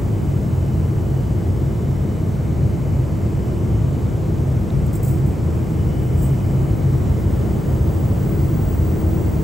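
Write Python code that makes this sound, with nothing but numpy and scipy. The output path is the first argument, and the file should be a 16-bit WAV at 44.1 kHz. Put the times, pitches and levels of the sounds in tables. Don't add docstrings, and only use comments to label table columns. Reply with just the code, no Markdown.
import sys
import numpy as np
from scipy import signal
from scipy.fft import rfft, irfft
from scipy.io import wavfile
from scipy.ndimage import uniform_filter1d, minimum_filter1d

SR = 44100
rng = np.random.default_rng(int(sys.argv[2]) if len(sys.argv) > 2 else 0)


def unload_wav(signal):
    wavfile.write(
        sys.argv[1],
        SR,
        np.round(np.clip(np.atleast_2d(signal).T, -1, 1) * 32767).astype(np.int16),
    )


N = 416259
TIME = np.arange(N) / SR
FREQS = np.maximum(np.arange(N // 2 + 1) * SR / N, 1)

# time_s, share (0-1)
ROW_POSITION = [(0, .15), (2, 0), (3.5, .2), (6.3, .45), (7.4, .9), (8.4, .85), (9.44, 1)]
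# pitch_hz, likeness (0-1)
STEREO_LIKENESS = [(30, .998), (70, 0.98), (120, 0.95), (180, 0.88), (270, 0.65), (370, 0.86), (550, 0.55),
                   (900, 0.33), (1400, 0.33), (2000, 0.78), (2500, 1), (3000, 0.73), (4200, 1), (6000, 1)]
# pitch_hz, level_db_per_hz
AIRFLOW_COLOUR = [(20, -82), (30, -63), (45, -51.5), (58, -43), (100, -39), (140, -41.5), (190, -47),
                  (275, -54), (380, -54), (500, -60.5), (720, -67), (1200, -74.5), (1600, -81),
                  (3200, -100)]
# pitch_hz, width_hz, level_db
CABIN_BOOMS = [(60.8, 5.7, -31), (87.1, 6.9, -26.5), (110, 7, -31.5), (196.3, 4, -39.5), (216.6, 5, -40),
               (337, 15.5, -39), (628, 35, -50)]
# time_s, level_db
STANDING_LEVEL = [(0, -28), (1.4, -28), (2.35, -37), (2.6, -25), (4.1, -28), (5.2, -21), (5.75, -30),
                  (6.6, -21.5), (7.8, -29), (9.44, -28)]
# pitch_hz, level_db, left_right_phase_rad, waver_db, gain_along_row_db
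ENGINE_TONES = [(33.4, -43.5, .05, 2, 3.5), (159.3, -35.5, 1.4, 1.5, 1), (319.7, -39.7, 1.6, 1.2, 7.5)]
# time_s, share (0-1)
VENT_FACING = [(0, .3), (2.5, .05), (5.3, .1), (6, .55), (6.9, .45), (8.75, 1), (9.44, .85)]
# pitch_hz, level_db_per_hz
HISS_COLOUR = [(600, -100), (1400, -89), (2100, -81.5), (2800, -87), (3600, -90), (4600, -91), (6300, -90),
               (7900, -88.5), (9000, -94.5), (11100, -90), (12500, -95), (14500, -96), (16000, -88)]
# pitch_hz, width_hz, air_db, brush_db
CASE_RINGS = [(7505, 25, -75, -15), (7805, 30, -74, -12), (8204, 25, -72, -11), (10411, 20, -71, -10),
              (11541, 20, -77, -20), (13559, 40, -73, -8), (14784, 35, -75, -14)]
# time_s, extra_path_m
SEAT_ECHO_PATH = [(0, .29), (2.1, .175), (3.4, .135), (4, .094), (5, .135), (6.4, .127), (7.2, .2),
                  (8.1, .224), (9.44, .228)]
# pitch_hz, width_hz, level_against_whistle_db
JET_BANDS = [(7900, 400, -16), (8900, 250, -22)]
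# pitch_hz, extra_db
FAN_TONES = [(2972, 2.5), (3036, 1)]
# time_s, level_db
FAN_LOUDNESS = [(0, -67), (4, -68), (4.7, -79), (5.5, -73), (5.95, -61.5), (7.1, -68), (7.7, -66),
                (8.6, -74), (9.44, -80)]
# start_s, pitch_hz, decay_s, peak_db
PLASTIC_TICKS = [(4.7038, 3770, 0.00053, -35)]
# start_s, fade_s, level_db, ring_against_brush_db
CLOTH_BRUSHES = [(4.858, .012, -42, -10), (4.927, .016, -38.5, 1), (4.947, .018, -37, 1),
                 (5.026, .013, -34, -6), (5.043, .014, -34, -6), (5.047, .065, -38, -4),
                 (5.245, .04, -47, -3), (6.145, .11, -47, 2), (6.211, .036, -38, -1)]
# pitch_hz, relative_level_db
CLOTH_COLOUR = [(3000, -33), (5800, -15), (7000, -5), (8000, -2), (9000, -5.5), (11200, -4), (12500, -5),
                (14200, 0), (15400, 4), (16000, -5)]

# start_db, gain_db
DEEP_DB, RUMBLE_DB, RUSH_DB, HISS_DB = (-1.7, 4.8), (-1.1, 1.3), (-1.3, 2.4), (-1.1, 2.0)
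# facing_away_db, gain_db
TREBLE_DB, WHISTLE_DB = (-1.1, 4.8), (-69, 24)


def from_db(db):
    return 10 ** (np.asarray(db) / 20)


def rms_one(x):
    return x / np.sqrt(np.mean(x ** 2) + 1e-20)


def over_time(table):
    time_s, value = np.transpose(table)
    return np.interp(TIME, time_s, value)


def over_pitch(table):
    pitch_hz, value = np.transpose(table)
    return np.interp(np.log(FREQS), np.log(pitch_hz), value)


def growing(share, range_db):
    start_db, gain_db = range_db
    return from_db(start_db + gain_db * share)


def below(split_hz):
    return 1 / (1 + (FREQS / split_hz) ** 8)


def drift(rate_hz, step=200):
    memory = np.exp(-2 * np.pi * step * rate_hz / SR)
    noise = rng.standard_normal(N // step + 1002)
    slow = signal.lfilter([1], [1, -2 * memory, memory ** 2], noise)[1000:]
    return np.interp(np.arange(N) / step, np.arange(len(slow)), rms_one(slow))


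def resonance(pitch_hz, width_hz, level_db):
    hump = 1 / (1 + ((FREQS - pitch_hz) / width_hz) ** 2) ** 2
    return from_db(level_db) ** 2 * hump / (width_hz * np.pi / 2)


def stereo_noise(power):
    alike = np.clip(over_pitch(STEREO_LIKENESS), 0, 1)
    mid, side = rfft(rng.standard_normal((2, N))) * np.sqrt(power * SR / 2)
    side = side * np.sqrt((1 - alike) / (1 + alike))
    return irfft([mid + side, mid - side], N)


def stereo_tone(pitch_hz, apart_rad):
    phase = 2 * np.pi * np.cumsum(pitch_hz) / SR
    return np.sqrt(2) * np.sin(phase + apart_rad * np.array([[.5], [-.5]]))


def hull(position, deep_hz=85, rush_hz=230):
    power = from_db(over_pitch(AIRFLOW_COLOUR)) ** 2 + sum(resonance(*boom) for boom in CABIN_BOOMS)
    deep = below(deep_hz)
    rush = 1 - below(rush_hz)
    rumble = (1 - deep) * (1 - rush)
    bands = [(deep, DEEP_DB), (rumble, RUMBLE_DB), (rush, RUSH_DB)]
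    return sum(stereo_noise(power * band) * growing(position, range_db) for band, range_db in bands)


def standing_wave(pitch_hz=134.3, width_hz=5.8):
    return stereo_noise(resonance(pitch_hz, width_hz, 0)) * from_db(over_time(STANDING_LEVEL))


def engines(position, wander_hz=.25):
    hum = 0
    for pitch_hz, level_db, apart_rad, waver_db, gain_db in ENGINE_TONES:
        tone = stereo_tone(pitch_hz + wander_hz * drift(1), apart_rad)
        hum = hum + tone * from_db(level_db + gain_db * position + waver_db * drift(3))
    return hum


def seat_echo(hiss, strength=.12, sound_m_per_s=343):
    delay_s = over_time(SEAT_ECHO_PATH) / sound_m_per_s
    return strength * np.array([np.interp(TIME - delay_s, TIME, side) for side in hiss])


def air_vent(position, treble_hz=9000):
    facing = over_time(VENT_FACING)
    duct = resonance(pitch_hz=2139, width_hz=16, level_db=-66)
    case = sum(resonance(hz, width_hz, air_db) for hz, width_hz, air_db, _ in CASE_RINGS)
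    power = from_db(over_pitch(HISS_COLOUR)) ** 2 + duct + case
    low = below(treble_hz)
    body = stereo_noise(power * low) * growing(position, HISS_DB)
    treble = stereo_noise(power * (1 - low)) * growing(facing, TREBLE_DB)
    hiss = body + treble
    whistle = resonance(pitch_hz=15640, width_hz=170, level_db=0)
    jet = whistle + sum(resonance(*band) for band in JET_BANDS)
    return hiss + seat_echo(hiss) + stereo_noise(jet) * growing(facing, WHISTLE_DB)


def fans(wander_hz=2.25, waver_db=2.0, apart_rad=.75):
    level_db = over_time(FAN_LOUDNESS)
    whine = 0
    for pitch_hz, extra_db in FAN_TONES:
        tone = stereo_tone(pitch_hz + wander_hz * drift(3.7), apart_rad)
        whine = whine + tone * from_db(level_db + extra_db + waver_db * drift(9.1))
    return whine


def tick():
    sound = 0
    for start_s, pitch_hz, decay_s, peak_db in PLASTIC_TICKS:
        age_s = np.clip(TIME - start_s, 0, 20 * decay_s)
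        pulse = age_s / decay_s * np.exp(1 - age_s / decay_s)
        sound = sound + from_db(peak_db) * pulse * np.sin(2 * np.pi * pitch_hz * age_s)
    return sound


def cloth(grain_db=.5, rise_share=.5):
    rub_power, ring_power = 0, 0
    for start_s, fade_s, level_db, ring_db in CLOTH_BRUSHES:
        rise_s = rise_share * fade_s
        swell = np.clip((TIME - start_s) / rise_s, 0, 1)
        fade = np.exp(-np.clip((TIME - start_s - rise_s) / fade_s, 0, 20))
        rub_power = rub_power + (from_db(level_db) * swell * fade) ** 2
        ring_power = ring_power + (from_db(level_db + ring_db) * swell * fade) ** 2
    smooth_rub = stereo_noise(from_db(over_pitch(CLOTH_COLOUR)) ** 2)
    grainy_rub = rms_one(smooth_rub * from_db(grain_db * drift(120)))
    case = sum(resonance(hz, width_hz, brush_db) for hz, width_hz, _, brush_db in CASE_RINGS)
    return np.sqrt(rub_power) * grainy_rub + np.sqrt(ring_power) * stereo_noise(case)


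def limiter(sound, ceiling=.53, window_s=.04):
    window = int(window_s * SR)
    peak = np.abs(sound).max(axis=0)
    gain = (1 + (peak / ceiling) ** 14) ** (-1 / 14)
    return sound * uniform_filter1d(minimum_filter1d(gain, window), window)


def scene(lean_left_db=.3):
    position = over_time(ROW_POSITION)
    drone = hull(position) + standing_wave() + engines(position)
    lean = from_db([[lean_left_db], [-lean_left_db]])
    return drone * lean + air_vent(position) + fans() + tick() + cloth()


def record(dry, widen_above_hz=8400, cutoff_hz=15760):
    lag_rad = 2 * np.pi * np.maximum(FREQS - widen_above_hz, 0) / 3600
    widen = np.exp(1j * lag_rad * np.array([[.5], [-.5]]))
    top_cut = 1 / np.sqrt(1 + (FREQS / cutoff_hz) ** 800)
    return irfft(rfft(limiter(dry)) * top_cut * widen, N)


dry = scene()
out = record(dry)
unload_wav(out)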